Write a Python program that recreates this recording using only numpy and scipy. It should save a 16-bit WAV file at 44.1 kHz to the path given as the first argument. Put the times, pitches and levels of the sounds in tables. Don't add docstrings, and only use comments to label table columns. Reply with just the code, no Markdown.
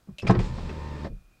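import sys
import numpy as np
from scipy import signal
from scipy.fft import rfft, irfft
from scipy.io import wavfile

SR = 44100
rng = np.random.default_rng(int(sys.argv[2]) if len(sys.argv) > 2 else 0)


def unload_audio(sound):
    columns = np.transpose(np.atleast_2d(sound))
    steps = np.round(np.clip(columns, -1, 1) * 32767)
    wavfile.write(sys.argv[1], SR, steps.astype(np.int16))


N = 61739


def undb(db):
    return 10 ** (np.asarray(db) / 20)


def clock():
    return np.arange(N) / SR


def curve(rows):
    return np.interp(clock(), *np.array(rows).T)


def unit(x):
    return x / np.sqrt(np.mean(x ** 2))


def noise(colour):
    hz, db = np.array(colour).T
    f = np.arange(N // 2 + 1) * SR / N + 1
    gain = undb(np.interp(np.log(f), np.log(hz), db)) * np.minimum(f / 20, 1) ** 2
    return unit(irfft(rfft(rng.standard_normal(N)) * gain, N))


def drift(rate_hz):
    f = np.arange(N // 2 + 1) * SR / N
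    return unit(irfft(rfft(rng.standard_normal(N)) * np.exp(-(f / rate_hz) ** 2) * (f > 0), N))


def tone(turns):
    return np.sqrt(2) * np.sin(2 * np.pi * (turns + rng.random()))


def waver(hz, wobble, rate_hz):
    return tone(np.cumsum(hz * (1 + wobble * drift(rate_hz))) / SR)


def fade(t60_s, hold_s=0):
    return np.exp(-np.log(1000) * np.maximum(clock() - hold_s, 0) / t60_s)


def swell(rise_s, t60_s):
    return np.sin(np.pi / 2 * np.minimum(clock() / rise_s, 1)) ** 2 * fade(t60_s, hold_s=rise_s)


def at(start_s, x):
    return np.concatenate([np.zeros(int(start_s * SR)), x])[:N]


def strikes(hits, modes, tail_colour, tail_t60_s, tail_db):
    t, out = clock(), np.zeros(N)
    ring_rms = np.sqrt(sum(undb(db) ** 2 for _, db, _ in modes) / 2)
    for start_s, level_db, brightness_hz in hits:
        ring = np.zeros(N)
        for k, (hz, db, t60_s) in enumerate(modes):
            detuned_hz = hz * (1 + rng.standard_normal() / 100)
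            ring += (-1) ** k * undb(db) * fade(t60_s) * np.sin(2 * np.pi * detuned_hz * t)
        tail = undb(tail_db) * noise(tail_colour) * fade(tail_t60_s)
        lowpass = signal.butter(2, min(brightness_hz, SR / 2 - 1), fs=SR, output="sos")
        out += undb(level_db) * at(start_s, signal.sosfilt(lowpass, ring / ring_rms + tail))
    return out


# freq_hz, relative_db
AIR_COLOUR = [(15, -14.5), (25, 7), (164, -2), (410, -12.5), (782, -13), (848, -17.5), (1380, -13.5),
              (2170, -22.5), (2490, -25), (3630, -21), (15500, -30.5)]
RASP_COLOUR = [(1900, -35.5), (2380, -1), (2500, -1), (2700, -2.5), (3000, -31.5)]
# time_s, level_db
WHISTLE_RIDE = [(0, -88), (.12, -83), (.16, -78), (1.13, -75), (1.22, -79.5), (1.3, -77.5), (1.35, -71.5),
                (1.4, -78.5)]

def outdoors():
    whistle = waver(2445, wobble=0.0064, rate_hz=80) + undb(-2) * noise(RASP_COLOUR)
    return undb(-64) * noise(AIR_COLOUR) + undb(curve(WHISTLE_RIDE)) * whistle


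# start_s, level_db, pitch_hz, rise_s, t60_s
DOOR_THUMPS = [(.08, -37.5, 189.3, 0.014, 0.059), (.103, -40.5, 144.7, 0.0077, 0.097),
               (0.113, -37.5, 53, 0.017, 0.076), (0.23, -27.5, 118, 0.015, 0.17),
               (0.246, -28, 191, 0.0036, 0.048), (0.278, -18.5, 121.4, .02, 0.15),
               (0.283, -20.5, 56.2, 0.014, 0.13), (.296, -25, 189.7, 0.0052, .18),
               (0.367, -18.5, 113.1, 0.0085, 0.16), (0.371, -24, 187.9, 0.022, 0.18),
               (0.349, -29, 32.3, .07, 1), (0.487, -33, 131, 0.025, 0.28),
               (0.623, -39.5, 138.3, 0.0088, 0.42), (1.112, -39, 36.46, 0.027, 0.35),
               (1.124, -45.5, 128, 0.0083, 0.24)]

def door_thumps():
    t, out = clock(), np.zeros(N)
    for start_s, level_db, pitch_hz, rise_s, t60_s in DOOR_THUMPS:
        body = np.sqrt(2) * np.sin(2 * np.pi * pitch_hz * t)
        roughness = 0.64 * drift(pitch_hz / 2) * tone(pitch_hz * t)
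        out += undb(level_db) * at(start_s, swell(rise_s, t60_s) * (body + roughness))
    return out


# start_s, level_db, brightness_hz
CLICKS = [(.184, -36.5, 12070), (.198, -42.5, 11990), (.2675, -35, 3500)]
# pitch_hz, relative_db, t60_s
CLICK_MODES = [(596, -7.5, .11), (2607, -2, 0.05), (2645, 3.5, 0.13), (2678, 4, 0.059), (3168, -5.5, .05),
               (3878, -2, .035)]
# freq_hz, relative_db
SNAP_COLOUR = [(300, -8), (1500, -25), (2700, 4), (4500, -9.5), (7000, -13.5), (10000, -20.5),
               (12500, -23.5), (16000, -36.5)]

def switch_and_relay():
    return strikes(CLICKS, CLICK_MODES, SNAP_COLOUR, tail_t60_s=0.1, tail_db=-3.5)


# start_s, level_db, brightness_hz
DOOR_KNOCKS = [(.073, -53, 800), (.088, -48.5, 920), (.229, -32.5, 700), (.246, -37.5, 683),
               (.266, -31, 798), (.2945, -17, 2400), (.2985, -15, 1500), (.312, -23.5, 850),
               (.338, -30.5, 2000), (.35, -25.5, 3000), (.392, -28, 1487), (.582, -37.5, 3000),
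               (.695, -38, 2900), (.712, -46.5, 2430), (1.045, -37.5, 6000)]
# pitch_hz, relative_db, t60_s
DOOR_MODES = [(122.6, -5.5, 0.16), (187.5, 0, 0.36), (356.6, 0, 0.16), (439, -3.5, 0.084),
              (690, -12.5, 0.095), (806.5, -7.5, 0.071), (1001, -11.5, 0.075), (1064.4, -6.5, 0.1),
              (1150, -7, .06), (1285, -9, 0.12), (1557, -10.5, 0.092), (1915, -11.5, .07)]
# freq_hz, relative_db
RATTLE_COLOUR = [(30, -6), (170, 2), (400, 0.5), (600, -2.5), (1200, -13.5), (1500, -12.5), (2500, -23.5),
                 (5000, -19), (8000, -50), (12000, -56)]

def door_knocks():
    return strikes(DOOR_KNOCKS, DOOR_MODES, RATTLE_COLOUR, tail_t60_s=0.11, tail_db=0)


# start_s, level_db, brightness_hz
GEARBOX_CLACKS = [(1.051, -35, 4200), (1.058, -48, 4000), (1.067, -35, 1260)]
# pitch_hz, relative_db, t60_s
GEARBOX_MODES = [(551, -8, 0.078), (670, -8.5, .06), (1700, -14, 0.024), (1804, -12.5, 0.058),
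                 (2070, -20, 0.053), (4510, -25, .04)]
# freq_hz, relative_db
SHUDDER_COLOUR = [(30, -1), (80, -1), (130, 1.5), (200, 1.5), (270, -17.5), (550, -18.5), (900, -49),
                  (2000, -55), (8000, -75)]

def motor_stop():
    clacks = strikes(GEARBOX_CLACKS, GEARBOX_MODES, RATTLE_COLOUR, tail_t60_s=0.075, tail_db=-4)
    shudder = noise(SHUDDER_COLOUR) * swell(rise_s=0.017, t60_s=0.18)
    return clacks + undb(-34.5) * at(1.09, shudder)


# start_s, level_db, pitch_hz, squeak_relative_db
SEAL_SLIPS = [(.22, -49, 5270, 1.5), (0.2687, -40, 2490, 6.5), (.2705, -34, 2356, 4),
              (0.275, -37, 1974, -7), (0.276, -35, 1315, -1.5), (.283, -39, 4890, 1.5),
              (0.299, -36, 1900, -8.5), (0.307, -32, 3060, -15), (.391, -37, 2370, -2),
              (.404, -39.5, 1960, -6.5), (.6935, -45.5, 2610, 1)]
# freq_hz, relative_db
CRACK_COLOUR = [(300, 1.5), (1200, 0.5), (2500, -1.5), (3300, -5), (5000, -8), (6300, -14.5), (7600, -17.5),
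                (9500, -25), (11500, -44.5), (15000, -54.5)]

def seal_slips():
    out, rise_s = np.zeros(N), 0.0005
    for start_s, level_db, pitch_hz, squeak_db in SEAL_SLIPS:
        squeak = waver(pitch_hz, wobble=0.048, rate_hz=410) * swell(rise_s, t60_s=0.061)
        crack = noise(CRACK_COLOUR) * swell(rise_s, t60_s=0.085)
        out += undb(level_db) * at(start_s, crack + undb(squeak_db) * squeak)
    return out


# freq_hz, relative_db
RUB_COLOUR = [(300, -4.5), (1200, -0.5), (2500, -1), (3700, 1.5), (5200, -2), (6200, -8.5), (7800, -10),
              (10000, -23.5), (12500, -39), (16000, -36.5)]
# time_s, level_db
RUB_RIDE = [(.385, -61), (.4, -52), (.45, -48.5), (.51, -56), (.58, -52.5), (.74, -55), (.85, -56.5),
            (1.07, -56)]

def sliding_pane(turns):
    peel_s, peel_width_s, peel_hz = 0.46, 0.035, 6940
    rub = noise(RUB_COLOUR) * undb(curve(RUB_RIDE)) * (1 + 0.11 * np.cos(2 * np.pi * turns))
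    hiss = noise([(peel_hz / 2, -25), (peel_hz, 0), (peel_hz * 2, -40)])
    peel = np.exp(-((clock() - peel_s) / peel_width_s) ** 2 / 2)
    return rub + undb(-61) * hiss * peel


# shaft_harmonic, level_db
HUM_PARTIALS = [(1, -37.5), (2, -45), (3, -49.5), (4, -68.5), (5, -60), (6, -70.5), (7, -59), (8, -58.5)]
WHINE_PARTIALS = [(10, -66), (11, -62.5), (12, -52), (13, -55.5), (14, -57), (16, -61.5), (17, -66),
                  (23, -69.5), (24, -60), (25, -71.5), (26, -71), (32, -69.5), (33, -72), (36, -69)]
# freq_hz, relative_db
GEAR_COLOUR = [(40, -1.5), (90, -6), (135, 0.5), (260, -7), (550, -11.5), (720, -23.5), (1050, -20),
               (1450, -25), (1850, -24.5), (2150, -26), (2550, -27.5), (3100, -43.5), (8000, -69.5)]
# time_s, gain_db
WHINE_RIDE = [(.38, -4), (.46, 0.5), (.54, -3), (.72, -3), (.82, 3), (.92, 0), (1.06, -2.5)]
GEAR_RIDE = [(.4, 4.5), (.52, -2.5), (.7, 0.5), (.78, 0), (.9, -2.5), (.98, 1.5), (1.07, -0.5)]
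FLUTTER_HZ = 44.7

def motor(turns):
    hum = sum(undb(db) * np.sqrt(2) * np.cos(2 * np.pi * k * turns) for k, db in HUM_PARTIALS)
    whine = sum(undb(db) * tone(k * turns) * (1 + 0.25 * drift(FLUTTER_HZ)) for k, db in WHINE_PARTIALS)
    gears = noise(GEAR_COLOUR) * (1 + 0.19 * np.cos(2 * np.pi * turns))
    return hum + whine * undb(curve(WHINE_RIDE)) + gears * undb(-40 + curve(GEAR_RIDE))


# time_s, speed_hz
SHAFT_SPEED = [(.23, 35), (.31, 60), (.4, 69.7), (.442, 71.9), (.52, 74.4), (.6, 75), (.74, 75),
               (.83, 75.6), (.99, 75), (1.07, 74.8), (1.13, 50)]

def power_window():
    on_s, rise_s, off_s = 0.22, 0.033, 1.07
    speed_hz = curve(SHAFT_SPEED) * (1 + 0.0035 * drift(FLUTTER_HZ))
    turns = np.cumsum(speed_hz) / SR
    running = np.clip((clock() - on_s) / rise_s, 0, 1) * fade(t60_s=0.081, hold_s=off_s)
    return running * (motor(turns) + sliding_pane(turns))


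def scene():
    mix = power_window() + switch_and_relay() + door_knocks() + seal_slips()
    return (mix + door_thumps() + motor_stop() + outdoors())[None]


def record(dry):
    cutoff_hz = 15750
    return signal.sosfilt(signal.ellip(10, .2, 80, cutoff_hz, fs=SR, output="sos"), dry)


dry = scene()
out = record(dry)
unload_audio(out)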